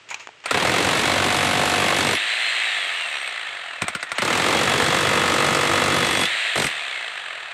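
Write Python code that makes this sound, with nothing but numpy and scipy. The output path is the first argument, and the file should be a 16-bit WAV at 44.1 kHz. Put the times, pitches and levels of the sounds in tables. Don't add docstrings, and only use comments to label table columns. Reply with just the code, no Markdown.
import sys
import numpy as np
from scipy import signal
from scipy.fft import rfft, irfft
from scipy.io import wavfile
from scipy.ndimage import uniform_filter1d

SR = 44100
rng = np.random.default_rng(int(sys.argv[2]) if len(sys.argv) > 2 else 0)


def unload_wav(signal):
    wavfile.write(
        sys.argv[1],
        SR,
        np.round(np.clip(np.atleast_2d(signal).T, -1, 1) * 32767).astype(np.int16),
    )


N = 332073
TIME = np.arange(N) / SR
FREQS = np.linspace(0, SR / 2, 4097)

# first_blow_s, last_blow_s, loaded_crank_hz, spot_index
BURSTS = [(.5085, 2.155, 48.36, 0), (4.2185, 6.256, 48.12, 1), (6.556, 6.67, 48.12, 1)]
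# pulled_s, released_s
TRIGGER = [(.445, 2.585), (4.165, 6.42)]
# blow_gain_db, loaded_whine_change_db, chisel_ring_db
SPOTS = [(-22.5, -3, -41.5), (-22.5, 7, -42.5)]
FREE_HZ, WORK_HZ, SPIN_UP_S = 59.5, 48, .11


def undb(db):
    return 10 ** (np.asarray(db) / 20)


def unit(x):
    return x / np.sqrt(np.mean(x ** 2))


def colour(points, modes=()):
    hz, db = np.transpose(points)
    db = np.interp(np.log(FREQS + 1), np.log(hz), db)
    for centre, width, lift in modes:
        db = db + lift / (1 + (2 * (FREQS - centre) / width) ** 2)
    return unit(undb(db))


def band(lo_hz, hi_hz, order=6):
    return np.sqrt(1 / (1 + (lo_hz / (FREQS + 1)) ** order) / (1 + (FREQS / hi_hz) ** order))


def convolve(x, response):
    return signal.oaconvolve(x, response)[:N]


def ring(x, gain):
    size = len(gain) - 1
    cepstrum = irfft(np.log(gain + 1e-6))
    cepstrum[1:size] *= 2
    cepstrum[size + 1:] = 0
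    return convolve(x, irfft(np.exp(rfft(cepstrum)))[:size])


def impulses(times, sizes):
    return np.bincount(np.round(np.asarray(times) * SR).astype(int), sizes, N)[:N]


def swell(rise_s, decay_s, tail_db, tail_s, size=6000):
    t = TIME[:size]
    fall = np.exp(-t / decay_s) + undb(tail_db) * np.exp(-t / tail_s)
    shape = (1 - np.exp(-(t / rise_s) ** 2)) * fall
    return shape / np.linalg.norm(shape)


def shatter(hits, shape):
    return np.sqrt(np.abs(convolve(hits ** 2, shape ** 2))) * rng.standard_normal(N)


def mode(hz, decay_s):
    t = TIME[:SR // 5]
    return np.exp(-t / decay_s) * np.sin(2 * np.pi * hz * t)


def dense_modes(shape):
    modes = rfft(shape * rng.standard_normal(len(shape)))
    return irfft(modes / np.sqrt(uniform_filter1d(np.abs(modes) ** 2, size=3)))


def wander(rate_hz):
    steps = rng.standard_normal(N // 100)
    return 1.2 * np.interp(TIME * rate_hz, np.arange(len(steps)), steps)


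def on_slab(first, last):
    return uniform_filter1d(1. * ((TIME > first) & (TIME < last)), size=2000)


def grip(t, first, last):
    loose, firm, dig_s, settle_s, lift_s = 0.18, 0.48, 0.37, 0.66, 0.42
    eased = np.clip(1 - (last - t) / lift_s, 0, 1)
    return np.interp(t - first, [dig_s, dig_s + settle_s], [loose, firm]) * (1 - eased), eased


def crank_speed():
    fan_brake_s, bearings_hz_per_s, slab_hz_per_s, step_s = 1.26, 5.5, 46, .001
    clock, hz, speeds = np.arange(0, N / SR, step_s), 0, []
    for t in clock:
        loaded = [speed for first, last, speed, _ in BURSTS if first <= t < last]
        if any(on <= t < off for on, off in TRIGGER):
            hz += step_s * ((loaded[0] if loaded else FREE_HZ) - hz) / SPIN_UP_S
        else:
            hz -= step_s * (hz / fan_brake_s + bearings_hz_per_s + slab_hz_per_s * bool(loaded))
        hz = max(hz, 0)
        speeds.append(hz)
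    return np.interp(TIME, clock, speeds)


def blow_times(turns):
    bursts = []
    for first, last, _, spot in BURSTS:
        start, end = np.interp([first, last], TIME, turns)
        times = np.interp(start + np.arange(round(end - start) + 1), turns, TIME)
        bursts.append([times, np.full(len(times), spot), *grip(times, first, last), times == times[-1]])
    return np.hstack(bursts)


def garden_air():
    # frequency_hz, level_db
    spectrum = [(30, -26), (120, -2), (220, -11), (400, -2), (800, -2), (2600, 2), (5000, -11.5),
                (8000, -16), (10000, -34), (15000, -55)]
    return undb(-49.5 + wander(1.0)) * ring(rng.standard_normal(N), colour(spectrum))


def taps():
    # start_s, level_db, centre_hz, decay_s
    contacts = [(0.089, -33.5, 4000, .012), (0.103, -25.5, 6800, 0.017), (0.11, -31.5, 1700, 0.022),
                (0.1436, -17.5, 4530, 0.0033), (0.142, -39.5, 2630, 0.052), (.197, -35.5, 3380, 0.036),
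                (0.2723, -16, 1260, 0.00048), (0.273, -41, 450, 0.0027), (.289, -35.5, 596, 0.0025),
                (0.402, -42, 2750, 0.0035), (0.439, -38, 2200, 0.034), (4.007, -34, 3000, 0.011),
                (4.092, -36, 2960, 0.013), (4.155, -32, 2500, 0.027)]
    # centre_hz, width_hz, lift_db
    tile_modes = [(940, 540, 8), (2500, 1400, 13), (6800, 1200, 10)]
    out = np.zeros(N)
    age = np.arange(SR // 3) / SR
    for start, db, hz, decay in contacts:
        burst = np.exp(-age / decay) * rng.standard_normal(len(age))
        tone = signal.butter(1, [hz / 2, min(hz * 2, SR / 3)], "band", fs=SR, output="sos")
        gain = undb(db) * np.sqrt(SR / (2 * np.pi * hz))
        out[int(start * SR):][:len(age)] += gain * signal.sosfilt(tone, burst)
    return ring(out, colour([(100, 0), (400, 8), (8000, -6), (10000, -22), (15000, -22)], tile_modes))


def loose_chisel(turns):
    # start_s, end_s, final_level_db
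    rattles = [(1.95, 2.148, -35), (2.75, 3.297, -44), (5.98, 6.224, -32.5), (6.538, 6.675, -33)]
    # pitch_hz, level_db, decay_s
    steel_modes = [(5740, 3, 0.015), (8230, 14, 0.0067), (8400, 5, .015), (11640, -9, .025),
                   (12300, -18, .025), (12520, -20, 0.032)]
    growth_db, stop_s = 12, 0.011
    level = 0
    for start, end, db in rattles:
        grown = np.clip((TIME - start) / (end - start), 0, 1)
        caught = np.exp(-np.maximum(TIME - end, 0) / stop_s)
        level += (TIME > start) * undb(db - growth_db * (1 - grown)) * caught
    times = np.interp(np.arange(1, 2 * turns[-1]) / 2, turns, TIME)
    tosses = rng.standard_normal((len(times), len(steel_modes))).T
    jingle = sum(undb(db) * convolve(impulses(times, toss), mode(hz, decay))
                 for (hz, db, decay), toss in zip(steel_modes, tosses))
    return level * unit(jingle)


def whine(hz, turns):
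    # relative_level_db, highest_radiated_hz
    tones = [(-2, 2100), (-6, 2500), (0, 4250), (-7, 3400)]
    gear_ratio, orders = 7.03, (5, 6, 10, 20)
    first_run_db, second_run_db, db_per_decade = -32.5, -36, 5
    bite_db, build_s, seated_db = -14, .33, -9
    flutter_db, waver_rad = 3.5, .025
    level_db = np.where(TIME < TRIGGER[1][0], first_run_db, second_run_db)
    for first, last, _, spot in BURSTS:
        seat, _ = grip(TIME, first, last)
        loaded_db = np.interp(TIME - first, [0, build_s], [bite_db, SPOTS[spot][1]])
        level_db = level_db + on_slab(first, last) * (loaded_db + seated_db * seat)
    angle = 2 * np.pi * gear_ratio * turns + waver_rad * wander(60)
    out = 0
    for k, (db, top_hz) in zip(orders, tones):
        radiated = np.interp(k * gear_ratio * hz, FREQS, band(1750, top_hz, order=40))
        flutter = undb(db + flutter_db * wander(22))
        out += radiated * flutter * np.sin(k * angle)
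    return undb(level_db) * (hz / WORK_HZ) ** (db_per_decade / 20) * out


def motor(hz, turns):
    # frequency_hz, level_db
    rush_spectrum = [(30, -51), (90, -40), (200, -37), (420, -22.5), (600, -15.5), (950, -13.5),
                     (1500, -5.5), (2000, 0), (2900, -3.5), (4000, -7.5), (5200, -27), (8500, -23.5),
                     (10500, -38.5), (14000, -47)]
    # centre_hz, width_hz, lift_db
    housing_modes = [(695, 123, 6), (1275, 130, 3.5), (1768, 355, 5.5), (2170, 160, 2.5), (2620, 73, 5.5),
                     (3270, 96, 1.5), (3730, 300, 0), (7400, 180, 8), (8310, 380, 6.5)]
    rush_db, surge_db, loaded_db, speed_exponent, play_opens_hz = -22, 5.5, -1.5, 1.3, 12
    pull = uniform_filter1d(np.gradient(hz) * SR, size=400) * SPIN_UP_S / FREE_HZ
    load = sum(on_slab(first, last) for first, last, *_ in BURSTS)
    level = undb(rush_db + surge_db * np.clip(pull, 0, 1) + loaded_db * load)
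    level *= (hz / WORK_HZ) ** speed_exponent
    teeth = irfft(np.exp(2j * np.pi * rng.random(400)))
    mesh = unit(np.interp(turns % 1 * len(teeth), np.arange(len(teeth)), teeth))
    coasting = (pull < 0) * np.clip((WORK_HZ - hz) / play_opens_hz, 0, 1)
    clatter = np.cos(2 * np.pi * turns) ** 8 * undb(2.5 * wander(90))
    pulsing = 1 + (.38 + .55 * coasting) * clatter
    pulsing /= np.sqrt(uniform_filter1d(pulsing ** 2, size=6000))
    rush = pulsing * (0.94 * rng.standard_normal(N) + 0.43 * mesh)
    housing = colour(rush_spectrum, housing_modes)
    speed = np.clip(hz, 15, 60) / 50
    lows = ring(rush, housing * band(1, 1756)) * speed ** -.55
    highs = ring(rush, housing * band(1433, 22000)) * speed ** 0.032
    return level * (lows + highs)


def striker():
    # start_s, level_db, thud_offset_db
    knocks = [(0.458, -8.5, -33), (0.5093, -6, -28), (3.819, -5.5, -12), (3.8817, -7, -25), (3.95, -9, -22),
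              (4.028, -10.5, -33), (4.1172, -9.5, -29), (4.1833, -5, -21), (6.646, -15, -6)]
    # frequency_hz, level_db
    knock_spectrum = [(200, -1), (600, 4.5), (1000, 7), (2200, -1.5), (3000, 0), (4200, 0.5), (6000, -7),
                      (8500, -5), (10500, -20.5), (15000, -24)]
    # centre_hz, width_hz, lift_db
    barrel_modes = [(680, 66, 1), (1390, 220, 12), (1880, 200, 4), (2220, 830, 14), (8520, 1100, 9),
                    (12520, 80, 7)]
    times, db, thud_db = np.transpose(knocks)
    hits = impulses(times, undb(db + 5))
    shape = swell(0.00017, 0.0033, -7, 0.013, size=3000)
    steel = convolve(hits, dense_modes(shape)) + 3.05 * shatter(hits, shape)
    thud = shatter(impulses(times, undb(db + thud_db + 21.5)), swell(0.0049, 0.0095, -27, .02))
    barrel = colour(knock_spectrum, barrel_modes) * band(290, 20000)
    return ring(steel, barrel) + ring(thud, unit(band(65, 340)))


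def chisel_blows(turns):
    # frequency_hz, level_db
    blow_spectrum = [(25, -24), (55, -17), (90, -1.5), (130, 0), (250, -1), (500, 1), (900, -0.5),
                     (1900, -4), (3000, -7), (4000, -6), (5500, -14.5), (8500, -16), (10500, -25.5),
                     (13500, -32.5)]
    # centre_hz, width_hz, first_spot_lift_db, second_spot_lift_db
    slab_modes = [(336, 40, 7, 6), (505, 80, 4, 7), (735, 60, 7, 1), (1070, 60, 6, 0), (1260, 260, 1, 10),
                  (1440, 60, 3, 5), (2090, 160, 4, 11), (7200, 300, 3, 2), (8250, 500, 5, 6),
                  (11170, 120, 23, 14), (11400, 200, 12, 8)]
    # low_hz, high_hz, level_db, eased_change_db, last_graze_change_db,
    # rise_s, decay_s, tail_db, tail_s, repeat_factor
    parts = [(1, 323, 34, -2.5, -15, 0.0079, 0.015, -9, 0.024, 1.13),
             (283, 2160, 33, -3.5, -13, 0.0018, 0.013, -15.5, .028, 1.32),
             (1950, 3480, 33.5, -0.5, 1, 0.0019, 0.0087, -21, 0.022, 1.15),
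             (4550, 17000, 33.5, -1.5, -3, 0.00052, 0.0078, -12.5, 0.066, 0.37)]
    eased_decay = 0.55
    times, spots, seat, eased, last = blow_times(turns)
    *part_scatter_db, force_scatter, ring_scatter = rng.standard_normal((len(times), 6)).T
    spot_db, _, ring_db = np.array(SPOTS)[spots.astype(int)].T
    force_db = spot_db + 0.5 * (1 - seat) * force_scatter
    stone = colour(blow_spectrum, [(f, width, 0.26 * np.mean(lifts)) for f, width, *lifts in slab_modes])
    out = 0
    for row, scatter_db in zip(parts, part_scatter_db):
        lo, hi, db, eased_db, graze_db, rise, decay, tail_db, tail, repeats = row
        part = band(lo, hi)
        shape = swell(rise, decay, tail_db, tail)
        short = swell(rise, decay * eased_decay, tail_db, tail * eased_decay)
        size = undb(force_db + db + eased_db * eased + graze_db * last + scatter_db)
        alike = np.clip(repeats * seat, 0, 1)
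        crumbs = shatter(impulses(times, size * np.sqrt((1 - alike) * (1 - eased))), shape)
        crumbs += shatter(impulses(times, size * np.sqrt((1 - alike) * eased)), short)
        out += ring(crumbs, stone * part)
        for spot in range(2):
            slab = colour(blow_spectrum, [(f, width, lifts[spot]) for f, width, *lifts in slab_modes])
            hits = impulses(times, size * np.sqrt(alike) * (spots == spot))
            out += convolve(hits, ring(dense_modes(shape), slab * part))
    sings = impulses(times, undb(ring_db + 7 * eased) * ring_scatter)
    return out + convolve(sings, mode(hz=11170, decay_s=0.013))


def scene():
    hz = crank_speed()
    turns = np.cumsum(hz) / SR
    air = garden_air()
    machine = motor(hz, turns) + whine(hz, turns) + striker() + loose_chisel(turns)
    return (chisel_blows(turns) + machine + taps() + air)[None]


def record(dry):
    top_hz = 15500
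    rounded = np.tanh(1.063 * dry) / 1.164
    return signal.sosfilt(signal.ellip(10, .2, 80, top_hz, fs=SR, output="sos"), rounded)


dry = scene()
out = record(dry)
unload_wav(out)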